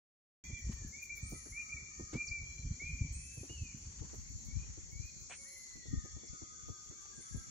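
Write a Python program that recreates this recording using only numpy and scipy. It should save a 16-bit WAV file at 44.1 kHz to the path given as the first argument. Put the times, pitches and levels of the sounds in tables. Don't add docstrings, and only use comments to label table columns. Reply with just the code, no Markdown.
import sys
import numpy as np
from scipy import signal
from scipy.fft import rfft, irfft, next_fast_len
from scipy.io import wavfile
from scipy.ndimage import uniform_filter1d, minimum_filter1d, map_coordinates

SR = 44100
rng = np.random.default_rng(int(sys.argv[2]) if len(sys.argv) > 2 else 0)


def generate_wav(sig):
    pcm = np.round(np.clip(np.atleast_2d(sig).T, -1, 1) * 32767).astype(np.int16)
    wavfile.write(sys.argv[1], SR, pcm)


def invert_db(x):
    u = np.asarray(x, float) / 20
    return 10 ** u


N = 330750


def unit(x):
    return x / np.sqrt(np.mean(x ** 2) + 1e-20)


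def along(points, hz):
    f, v = np.transpose(points)
    return np.interp(np.log(hz + 1), np.log(f + 1), v)


def curves(rows):
    s, *columns = np.transpose(rows)
    return [np.interp(np.arange(N) / SR, s, column) for column in columns]


def swells(rows):
    t = np.arange(N) / SR
    return sum(invert_db(db) * np.exp(-((t - s) / half) ** 2) for s, db, half in rows)


def wobble(rate):
    at = np.arange(0, N + 16, 16)
    knots = rng.standard_normal(int(N * rate / SR) + 4)
    return np.interp(np.arange(N), at, map_coordinates(knots, [at * rate / SR]))


def filtered(x, response):
    m = next_fast_len(N + SR // 2)
    return irfft(rfft(x, m) * response(np.fft.rfftfreq(m, 1 / SR)), m)[..., :N]


def coloured(x, spectrum):
    return unit(filtered(x, lambda hz: invert_db(along(spectrum, hz))))


def sides(pan_db):
    return invert_db(np.array([pan_db, -pan_db]) / 2)


def pair(alike):
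    a, b = rng.standard_normal((2, N))
    turn = np.arccos(np.clip(alike, -1, 1)) / 2
    return np.array([np.cos(turn) * a + np.sin(turn) * b, np.cos(turn) * a - np.sin(turn) * b])


# (frequency [Hz], reverberation time [s])
TREE_DECAY = [(500, 1), (2300, 1.2), (8500, 1.1), (11000, .75)]


def trees(x):
    near_db, near_t60 = -4, .25
    _, t, z = signal.stft(hiss := rng.standard_normal((2, SR * 2 // 3)), SR, nperseg=256)
    hz = np.fft.rfftfreq(256, 1 / SR)
    far = invert_db(-60 * t / along(TREE_DECAY, hz)[:, None])
    near = invert_db(near_db - 60 * t / near_t60)
    tail = signal.istft(z * (far + near), SR, nperseg=256)[1]
    delayed = np.pad(x, (500, 0))[None]
    return signal.fftconvolve(delayed, tail / np.linalg.norm(tail[0]), axes=1)


def whistle(notes, pan_db, lead, wet_db, waver_db, partner=2, partner_db=-60, shift_db=0, stray_hz=8):
    out = np.zeros((2, N + 2 * SR))
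    waver = invert_db(waver_db * wobble(60) + shift_db)
    stray = stray_hz * wobble(25)
    for note in notes:
        s, hz, db = np.transpose(note)
        n = np.arange(round(s[0] * SR), min(round(s[-1] * SR), N))
        t = n / SR
        hz = uniform_filter1d(np.interp(t, s, hz), size=SR // 150) + stray[n]
        edge = np.clip(np.minimum(t - s[0], s[-1] - t) / 0.0093, 0, 1)
        phase = 2 * np.pi * np.cumsum(hz) / SR + np.array([[lead], [-lead]]) / 2
        tone = np.sin(phase) + invert_db(partner_db) * np.sin(partner * phase)
        dry = np.sqrt(2) * invert_db(np.interp(t, s, db)) * edge * waver[n] * tone
        echo = invert_db(wet_db) * trees(dry[0])
        out[:, n] += sides(pan_db)[:, None] * dry
        out[:, n[0]:n[0] + echo.shape[1]] += echo
    return out[:, :N]


def drawn(length, top_hz, scoop_hz, settle, sag_hz, bend, attack, fade_db):
    t = np.linspace(0, length, 40)
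    u = t / length
    hz = top_hz - scoop_hz * np.exp(-t / settle) - sag_hz * u ** bend
    db = 20 * np.log10(1.05 - np.exp(-t / attack)) - fade_db * u
    return np.transpose([t, hz, db])


def sung(shape, starts):
    return [np.array(shape) + [s, 0, db] for s, db in starts]


PIPER_ARCH = (.125, 2425, 400, .03, 110, 14, .025, 2)
PIPER_DROOP = (.105, 2385, 380, .008, 160, 3, .011, 6)
# (time [s], first note level [dB], second note level [dB])
PIPER_CALLS = [
    (.342, -51, -52),
    (.92, -52, -49.5),
    (1.519, -46, -45),
    (2.129, -44, -43.5),
    (2.791, -48.5, -51),
]


def piper():
    reply_s = .169
    first = sung(drawn(*PIPER_ARCH), [(s, db) for s, db, _ in PIPER_CALLS])
    second = sung(drawn(*PIPER_DROOP), [(s + reply_s, db) for s, _, db in PIPER_CALLS])
    return whistle(first + second, -0.33, -0.23, wet_db=-2.5, waver_db=5, shift_db=-.4, stray_hz=14)


# (time [s], pitch [Hz], level [dB])
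ANSWER_NOTES = [
    [(3.14, 2470, -76), (3.18, 2547, -66), (3.28, 2615, -63.5), (3.37, 2630, -63.5), (3.42, 2390, -68)],
    [(3.49, 2810, -55), (3.54, 2950, -58), (3.59, 2670, -63), (3.7, 2370, -59.5), (3.74, 2140, -65)],
]
# (time from start [s], pitch [Hz], level [dB])
QUERY_NOTE = [(0, 2190, -2), (.06, 2240, -3), (.13, 2440, -1), (.19, 2470, 0)]
# (time [s], level [dB])
QUERY_TIMES = [
    (4.465, -66),
    (4.915, -62),
]


def answerer():
    notes = ANSWER_NOTES + sung(QUERY_NOTE, QUERY_TIMES)
    return whistle(notes, -1.9, 1.0, wet_db=-5.5, waver_db=3.5)


MOURNER_SHAPE = (.66, 2070, 420, .025, 400, 2.2, .04, 10)
# (time [s], level [dB])
MOURNER_CALLS = [
    (.24, -63),
    (2.92, -77),
    (5.44, -61),
]


def mourner():
    notes = sung(drawn(*MOURNER_SHAPE), MOURNER_CALLS)
    return whistle(notes, -1, 1.0, wet_db=-3.5, waver_db=3.5, shift_db=-1.5)


RISER_SHAPE = (.365, 10950, 3400, .165, -300, 22, .04, 15)
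RISER_UPPER_SHAPE = (.34, 13300, 3700, .27, 0, 1.1, .011, .5)
# (time [s], level [dB], upper voice level [dB], upper voice shift [Hz])
RISER_CALLS = [
    (1.21, -57, -84, 100),
    (3.11, -55, -82, 200),
    (5.28, -57, -80, 300),
    (7.126, -63, -88, 100),
]


def riser():
    lower = sung(drawn(*RISER_SHAPE), [row[:2] for row in RISER_CALLS])
    start, _, end = np.split(drawn(*RISER_UPPER_SHAPE), [7, 16])
    upper = [part + [s, hz, db] for s, _, db, hz in RISER_CALLS for part in (start, end)]
    return whistle(lower + upper, -2.7, 1.9, wet_db=-4.5, waver_db=4.5, shift_db=.8, stray_hz=40)


CHIP_SHAPE = (.035, 3000, -5200, .023, 0, 1.1, .011, 6)
# (time [s], pitch shift [Hz], level [dB])
CHIP_CALLS = [
    (2.262, 0, -42.5),
    (6.262, 500, -51),
]


def chips():
    notes = [drawn(*CHIP_SHAPE) + row for row in CHIP_CALLS]
    return whistle(notes, 2.81, 0.1, wet_db=-8, waver_db=2.2, partner_db=-40)


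LADDER_SHAPE = (.1, 0, 10, .011, 110, 2.6, .012, 4)
# (time [s], pitch [Hz], level [dB])
LADDER_NOTES = [(6.3, 1480, -74), (6.515, 1545, -72), (6.72, 1580, -70), (6.93, 1600, -74),
                (7.12, 1645, -70), (7.315, 1665, -68)]


def ladder():
    notes = [drawn(*LADDER_SHAPE) + row for row in LADDER_NOTES]
    return whistle(notes, 0, 0.97, wet_db=-.6, waver_db=3.5, shift_db=-2.5, stray_hz=14)


COO_SHAPE = (1.01, 0, 15, .05, 12, 1.1, .03, 4)
# (time [s], length [s], pitch [Hz], level [dB])
DOVE_COOS = [(1.22, .22, 1282, -69), (1.5, .28, 1276, -71), (1.88, .3, 1240, -70), (5.89, .23, 1247, -69),
             (6.28, .52, 1250, -67), (6.94, .2, 1205, -67), (6.35, .75, 1335, -78), (7.23, .1, 1300, -65),
             (7.37, .09, 1335, -67), (7.43, .1, 1240, -69)]


def doves():
    notes = [drawn(length, hz, *COO_SHAPE[2:]) + [s, 0, db] for s, length, hz, db in DOVE_COOS]
    return whistle(notes, 0, -2.6, wet_db=-2.5, waver_db=3.5, shift_db=2.5, stray_hz=9)


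# (time [s], length [s], from [Hz], to [Hz], level [dB])
FAR_SLURS = [(1.19, .045, 1970, 1792, -68), (1.235, .04, 1792, 1960, -69), (1.33, .115, 2090, 1800, -70),
             (1.72, .13, 1850, 2000, -71), (5.88, .09, 2030, 2120, -74), (6.1, .11, 2150, 2380, -76),
             (6.19, .11, 2180, 2310, -74), (6.33, .07, 2280, 2170, -73), (6.39, .05, 2040, 2150, -74),
             (6.44, .08, 2100, 1980, -74), (6.62, .06, 2110, 2130, -75), (5.95, .25, 1865, 1855, -77),
             (6.04, .05, 2240, 2320, -76), (7.4, .1, 2150, 2350, -75), (7.2, .04, 2000, 2350, -71),
             (3.3, .08, 1640, 1620, -77), (6.2, .11, 2030, 2120, -74), (6.92, .07, 2240, 2300, -75),
             (7.21, .025, 2090, 2030, -64), (1.55, .1, 1800, 1856, -69), (1.59, .03, 2600, 2640, -70),
             (1.61, .035, 2800, 2870, -67), (.44, .2, 1790, 1802, -77), (1.9, .14, 1793, 1860, -68)]


def murmur():
    notes = [[(s, start_hz, db), (s + length, end_hz, db)] for s, length, start_hz, end_hz, db in FAR_SLURS]
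    return whistle(notes, -1.1, 1.1, wet_db=-1.5, waver_db=3.5, shift_db=-4)


def birds():
    return (piper() + answerer() + mourner() + murmur() + ladder()
            + doves() + riser() + chips())


# (frequency [Hz], density [dB per Hz])
CICADA_SPECTRUM = [(4500, -74), (4900, -14), (5150, -20), (5460, -9.5), (6220, 2), (7130, 2), (7650, -8),
                   (7850, -26), (8300, -29.5), (8800, -120)]


def cicadas():
    clicks = np.zeros((2, N))
    for rate, pan, lag in rng.uniform([90, -8, 0], [380, 8, 40], (16, 3)):
        cycles = np.cumsum(rate * (1 + .06 * wobble(3)) / SR)
        train = np.diff(np.floor(cycles), prepend=0)
        train[train > 0] = invert_db(3.5 * rng.standard_normal(int(train.sum())))
        train = unit(train)
        clicks += sides(pan)[:, None] * [train, np.roll(train, int(lag))]
    mix = .5 * unit(clicks) + invert_db(0.87 * wobble(12)) * pair(0.2)
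    return invert_db(-54) * sides(3.4)[:, None] * coloured(mix, CICADA_SPECTRUM)


# (frequency [Hz], lead of the left [rad])
PORT_PHASE = [(8800, 10), (10200, 6.5), (11600, 6), (14800, .5), (15500, -.1)]


def skewed(x):
    return filtered(x, lambda hz: np.exp(.5j * along(PORT_PHASE, hz) * np.array([[1], [-1]])))


# (time [s], peak level [dB], rasps, spacing [s])
KATYDID_BOUTS = [(.4372, -66, 4, .144), (1.0185, -54, 3, .137), (2.142, -71, 1, .1), (2.9437, -72, 1, .1),
                 (3.115, -68, 1, .1), (3.35, -76, 1, .1), (3.6162, -70, 2, .15), (4.1355, -69.5, 2, .155),
                 (4.447, -66, 1, .1), (4.9082, -68, 3, .144), (5.6, -73, 4, .147), (6.6694, -72, 2, .18),
                 (7.015, -75, 2, .11)]
# (frequency [Hz], density [dB per Hz])
RASP_SPECTRUM = [(8000, -48), (8800, -6), (10000, -9), (12200, -6), (13000, -10), (14500, -4.5),
                 (15750, -5), (15900, -58)]
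BLUR_SPECTRUM = [(10600, -52.5), (11200, -6), (12300, -5), (12800, -51), (13500, -48.5), (14100, -3),
                 (14900, -11), (15500, -54)]
# (time [s], half length [s], level [dB])
FAR_SWELLS = [(.95, .4, -85), (2.1, .45, -90), (2.65, .25, -97), (2.9, .1, -93), (3.6, .2, -91),
              (4.3, .22, -86), (5.1, .22, -87), (5.65, .2, -90), (6.85, .2, -89)]


def katydids():
    swell, t = np.zeros(N + SR), np.arange(SR // 5) / SR
    rasp = t / .012 * np.exp(1 - t / .012) + .12 * np.exp(-t / .08)
    for s, db, rasps, gap in KATYDID_BOUTS:
        for k in range(round(rasps)):
            swell[round((s + k * gap) * SR):][:len(t)] += invert_db(db - 7) * rasp
    teeth = invert_db(2.27 * wobble(400))
    near = swell[:N] * teeth * sides(-0.6)[:, None] * skewed(coloured(pair(0.9), RASP_SPECTRUM))
    far_level = invert_db(-86.5) + swells([(s, db, half) for s, half, db in FAR_SWELLS])
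    far = far_level * invert_db(1.5 * wobble(7.9)) * invert_db(-1.5) * skewed(coloured(pair(0.5), BLUR_SPECTRUM))
    return near + far


def bouts(rows, tires_db):
    rise_s = .04
    t = np.arange(N) / SR
    gains = np.array([invert_db(db - tires_db * (t - s) / length)
                      * np.clip(np.minimum(t - s, s + length - t) / rise_s, 0, 1)
                      for s, length, _, db in rows])
    gain = gains.sum(0)
    return np.transpose(rows)[2] @ gains / (gain + 1e-12), gain


# (resonance [Hz], width [Hz], level [dB], chirp rate [1/s], depth [dB], left-right [dB])
STEADY_CRICKETS = [
    (5638, 76, -67, 24, -1, 1),
    (4620, 170, -73.5, 9, 2, -4.5),
    (4385, 540, -71, 5, 10, 2.5),
]
# (time [s], length [s], wing pitch [Hz], level [dB])
TREE_CRICKET_BOUTS = [(.44, 7.1, 4150, -82), (2.45, .2, 4125, -70), (2.56, .09, 4125, -67),
                      (2.7, .1, 4125, -67), (2.8, .16, 4120, -73), (3.12, .1, 4110, -72),
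                      (4.35, .5, 4030, -76), (4.95, .5, 4130, -69), (5.46, .45, 4215, -62)]
LOW_CRICKET_BOUTS = [(.4, .24, 3310, -69), (2.4, 1.3, 3200, -77), (3.7, 2.1, 3300, -81),
                     (5.8, 1.9, 3440, -72)]


def crickets():
    out = np.zeros((2, N))
    for track, scatter_hz, tires_db in (TREE_CRICKET_BOUTS, 25, 6), (LOW_CRICKET_BOUTS, 110, 2.1):
        hz, gain = bouts(track, tires_db)
        scatter = scatter_hz * np.array([wobble(150), wobble(150)])
        phase = 2 * np.pi * np.cumsum(hz + scatter, axis=1) / SR
        out += gain * invert_db(2 + 1.8 * wobble(45)) * np.sin(phase)
    for hz, width, db, rate, depth_db, pan in STEADY_CRICKETS:
        ring = filtered(pair(0.12), lambda f: (1j * f * width / (hz * hz - f * f + 1j * f * width)) ** 2)
        out += invert_db(db + min(depth_db, 2) * wobble(rate)) * sides(pan)[:, None] * unit(ring)
    return out


# (time [s], level [dB])
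WIND_STRENGTH = [(0.62, -57), (0.68, -54), (1.02, -65), (1.37, -61), (1.69, -71), (2.3, -60), (3.01, -55),
                 (3.3, -61), (4.55, -59), (4.76, -65), (5.06, -68), (5.56, -76), (6.06, -69), (6.89, -79),
                 (7.29, -77), (7.5, -65)]
# (time [s], correlation)
PORT_LIKENESS = [(0, 1), (3.9, 1), (4.4, -.1), (7.5, -.45)]
# (frequency [Hz], density [dB per Hz])
BUFFET_SPECTRUM = [(12, -42.5), (20, -19), (43, 4), (70, 7), (113, -6.5), (170, -7), (220, -35.5),
                   (370, -120)]
FLUTTER_SPECTRUM = [(65, -26.5), (110, -1.5), (156, -8), (210, -5), (247, -6), (600, -46), (780, -81.5),
                    (1320, -120)]
# (time [s], swing [Hz], left [dB], right [dB])
EDDIES = [(0.536, 84, -39, -34), (0.699, 160, -30, -31.5), (0.743, 74, -37.5, -44.5),
          (0.862, 82, -35, -40.5), (1.235, 110, -36, -35), (1.332, 149, -40, -37),
          (2.008, 227, -41, -37), (2.157, 247, -33, -31), (2.314, 75, -37, -44), (1.52, 70, -43, -43),
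          (2.656, 107, -35.5, -33), (2.714, 115, -31.5, -30.5), (2.937, 84, -37.5, -34.5),
          (3.017, 99, -24.5, -26.5), (3.054, 125, -34.5, -34.5), (3.113, 74, -37, -36),
          (1.75, 80, -41, -41), (3.626, 80.5, -33.5, -31.5), (3.749, 179, -46, -39.5),
          (4.015, 93, -33, -41), (4.307, 92.6, -38, -51), (4.357, 81.5, -36, -41),
          (4.488, 139, -35.5, -53), (4.571, 83, -26, -41), (4.961, 79, -39, -44),
          (5.003, 100, -32, -44), (5.939, 150, -25, -30), (5.979, 66, -26, -31),
          (6.704, 115, -36, -39), (7.356, 115, -30, -42),
          (.499, 125, -41, -41), (.652, 77, -44, -44), (1.261, 95, -41, -41), (1.83, 116, -46, -46),
                (2.421, 70, -40, -40), (2.597, 96, -41, -41), (2.846, 80, -41, -41), (3.163, 72, -37, -37),
                (3.245, 88, -44, -44), (3.382, 113, -41, -41), (3.416, 103, -40, -40),
                (3.511, 103, -43, -43), (3.872, 89, -39, -39), (4.05, 158, -42, -42), (4.19, 81, -42, -39),
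                (4.627, 89, -44, -42), (4.703, 74, -42, -45), (4.787, 76, -42, -44), (4.933, 95, -44, -43),
                (5.05, 76, -42, -42), (5.168, 132, -48, -47), (5.221, 102, -47, -46), (5.76, 140, -47, -51),
                (5.888, 119, -40, -42), (6.044, 115, -42, -41), (6.167, 135, -43, -43),
                (6.304, 68, -43, -46), (6.333, 150, -44, -44), (6.43, 95, -43, -45), (6.637, 98, -46, -50),
                (6.902, 110, -45, -46), (7.183, 158, -44, -46), (7.315, 120, -44, -45),
                (7.38, 80, -42, -38), (.674, 80, -38, -38), (.82, 75, -42, -42), (.85, 200, -43, -43),
                (1.999, 280, -43, -43), (2.04, 70, -42, -42), (2.146, 230, -37, -37), (5.912, 75, -33, -38),
                (5.931, 240, -39, -43), (7.349, 200, -36, -42)]
BREEZE_DB = -60


def wind():
    strength_db, = curves(WIND_STRENGTH)
    alike, = curves(PORT_LIKENESS)
    buffet_db = strength_db - 3
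    flutter_db = -68 + .35 * (strength_db - BREEZE_DB)
    buffet = unit(invert_db(3.5 * wobble(14)) * coloured(pair(alike), BUFFET_SPECTRUM))
    flutter = unit(invert_db(4.4 * wobble(35)) * coloured(pair(0.93 * alike), FLUTTER_SPECTRUM))
    boost = 1 / np.sqrt(.5 + .5 * np.clip(alike, -.6, 1))
    swings, spray, wake = np.zeros((3, 2, N + SR))
    half = SR // 20
    t = np.arange(-half, half) / SR
    eddies = EDDIES
    for (s, hz, *dbs), turn in zip(eddies, rng.uniform(-np.pi, np.pi, (len(eddies), 2))):
        at = round(s * SR)
        span = slice(at - half, at + half)
        gain = invert_db(np.array(dbs))[:, None]
        apart = np.arccos(np.clip(alike[at], -1, 1)) + .03 * turn[1]
        start = turn[0] + np.array([[0], [apart]])
        cycles = hz * t
        phase = 2 * np.pi * cycles * (1 - 0.36 * np.tanh(cycles)) + start
        swings[:, span] += gain * np.exp(-(cycles / np.where(t < 0, .6, .9)) ** 2) * np.cos(phase)
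        spray[:, span] += gain * hz / 150 * np.exp(-(t / np.where(t < 0, .007, .024)) ** 2)
        wake[:, span] += gain * np.exp(-(t / 0.035) ** 2)
    shed = invert_db(-16) * spray[:, :N] * coloured(pair(alike), FLUTTER_SPECTRUM)
    dragged = invert_db(-19) * wake[:, :N] * buffet
    steady = boost * (invert_db(buffet_db + 6.5) * buffet + invert_db(flutter_db + 0.5) * flutter)
    return swings[:, :N] + dragged + shed + steady


# (time [s], peak level [dB], edge level [dB])
BUMPS = [(.495, -61, -20), (.659, -76, 8), (2.142, -51, -11), (4.772, -59, -15), (5.752, -60, -15),
         (5.93, -59, -15), (6.163, -59, -20), (6.328, -58, -20), (7.18, -61, -15), (7.348, -55, -15),
         (0.694, -57.5, -12.5), (0.812, -62.5, -9), (1.321, -49, -29), (1.457, -57, 4), (1.996, -51.5, -29),
         (2.128, -48, -26), (2.815, -57.5, -4), (3.369, -57.5, -22), (3.43, -54, -20), (3.495, -54, -19),
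         (4.017, -51, -25), (4.131, -53, -7.5), (4.63, -64.5, -13), (5.854, -58.5, -6), (6.047, -55, -25),
         (6.232, -56, -20), (6.416, -54, -3), (6.682, -53, -42), (6.909, -57.5, 5.5)]


def taps():
    puff, edge = np.zeros((2, 2, N + SR))
    t = np.arange(SR // 12) / SR
    for s, db, edge_db in BUMPS:
        at = round(s * SR)
        body = invert_db(db - 60 * t / 0.12) * (1 - np.exp(-t / 0.0023))
        puff[:, at:at + len(t)] += body
        edge[:, at:at + len(t)] += body * invert_db(edge_db - 11)
    dull = coloured(pair(0.27 * curves(PORT_LIKENESS)[0]),
                    [(120, -17), (300, 12), (1100, -18), (1600, -28), (2000, -120)])
    thin = coloured(pair(0.55), [(900, -14), (1300, 3), (5000, -28), (8000, -42), (9000, -120)])
    return invert_db(5.5) * puff[:, :N] * dull + edge[:, :N] * thin


def casing(modes):
    def response(f):
        ring = sum((-1) ** k * invert_db(db) * 1j * f * width / (hz * hz - f * f + 1j * f * width)
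                   for k, (hz, width, db) in enumerate(modes))
        return ring / (1 + 1j * f / 5000) ** 2
    return response


# (time [s], peak level [dB])
RATTLE_CONTACTS = [
    (5.297, -41),
    (5.306, -35),
    (5.314, -37),
    (5.322, -34),
    (5.337, -38),
    (5.35, -46),
]
# (frequency [Hz], width [Hz], level [dB])
CASING_MODES = [(620, 520, -4), (1510, 600, -9), (2420, 320, 0.5), (3350, 530, -10)]
# (time [s], pitch [Hz], level [dB])
MOTOR_WHINE = [
    [(5.38, 2200, -65), (5.54, 2215, -66.5), (5.61, 2170, -74), (5.69, 2190, -80)],
]


def mechanism():
    swell, t = np.zeros(N + SR), np.arange(SR // 20) / SR
    for s, db in RATTLE_CONTACTS:
        swell[round(s * SR):][:len(t)] += invert_db(db - 60 * t / 0.096)
    swell = swell[:N]
    hollow_db, hollow_t60 = 1.5, .12
    since = np.clip(np.arange(N) / SR - RATTLE_CONTACTS[1][0], 0, 1)
    fading = invert_db(hollow_db - 60 * since / hollow_t60)
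    upper = filtered(swell * pair(0.62), casing(CASING_MODES[1:]))
    lowest = filtered(fading * swell * pair(0.6), casing(CASING_MODES[:1]))
    whine = whistle(MOTOR_WHINE, -3, 1.2, wet_db=-14, waver_db=.7, partner=.25, partner_db=-11)
    return invert_db(-1) * (upper + lowest) + whine


# (time [s], level [dB], half length [s])
SCRAPES = [(0.737, -66.5, 0.067), (2.15, -54, 0.026), (3.498, -68.5, 0.063), (4.003, -67, 0.22),
           (4.705, -69, 0.13), (7.255, -73, 0.3)]
LEAF_STIRS = [(.66, -74, .02), (.73, -74, .025), (2.265, -72, .018), (2.9, -75, .035), (3.58, -75, .1),
              (3.82, -76, .05), (3.93, -77, .08), (4.14, -77, .03), (4.46, -75, .025), (6.27, -76, .02),
              (7.03, -77, .05)]


def rustle():
    leaves = swells(LEAF_STIRS) * coloured(
        pair(0.4), [(7000, -40), (8200, -1), (9300, -4), (10600, -9), (11500, -60)])
    cloth = coloured(pair(0.13), [(400, -65), (800, -8), (2000, -10), (3500, -14), (6000, -10.5),
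                                  (8500, -17), (10500, -120)])
    return leaves + swells(SCRAPES) * invert_db(3.6 * wobble(70)) * cloth


# (frequency [Hz], density [dB per Hz])
FOREST_SPECTRUM = [(150, -30), (250, -15), (354, -1), (681, -14), (1150, -11), (1630, -13), (2170, -6),
                   (2730, -16), (3770, -15), (4510, -16), (5000, -22), (5400, -1), (7020, -45.5),
                   (11900, -120)]


def forest():
    z = signal.stft(pair(-0.5), nperseg=512)[2]
    patches = uniform_filter1d(rng.standard_normal(z.shape[1:]), 6, 0)
    patches = uniform_filter1d(patches, 14, 1)
    hiss = signal.istft(z * invert_db(2.86 * unit(patches)), nperseg=512)[1][:, :N]
    level_db = -87 + .05 * (curves(WIND_STRENGTH)[0] - BREEZE_DB) + 21.5
    return invert_db(level_db) * coloured(hiss, FOREST_SPECTRUM)


def scene():
    return (birds() + cicadas() + katydids() + crickets() + wind() + taps()
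            + mechanism() + rustle() + forest())


# (frequency [Hz], level [dB per bin])
BAND_THRESHOLD = [(7600, -125), (8200, -101), (11000, -103), (15900, -105)]


def band_gated(x):
    z = signal.stft(x, SR, nperseg=2048)[2]
    hz = np.fft.rfftfreq(2048, 1 / SR)[4:1024:8]
    bands = z[:, :1024].reshape(2, 128, 8, -1)
    db = 10 * np.log10(np.mean(np.abs(bands) ** 2, (0, 2)) + 1e-20)
    below = -minimum_filter1d(-db, size=7, axis=0, origin=3)
    below = -minimum_filter1d(-below, size=3, axis=1, origin=1) - 37
    shadow = np.where(hz[:, None] > 1750, below, -200)
    limit = np.maximum(along(BAND_THRESHOLD, hz)[:, None], shadow)
    keep = db + 2.5 * rng.standard_normal(db.shape) > limit
    z[:, :1024] = (bands * keep[:, None]).reshape(2, 1024, -1)
    return signal.istft(z, SR, nperseg=2048)[1][:, :N]


def top_cut(x):
    return signal.sosfilt(signal.butter(12, 15910, fs=SR, output="sos"), x)


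def record(dry):
    start_s, opening_s = .4385, .001
    gate = np.clip((np.arange(N) / SR - start_s) / opening_s, 0, 1)
    mix = band_gated(dry) * gate
    return top_cut(mix)


dry = scene()
out = record(dry)
generate_wav(out)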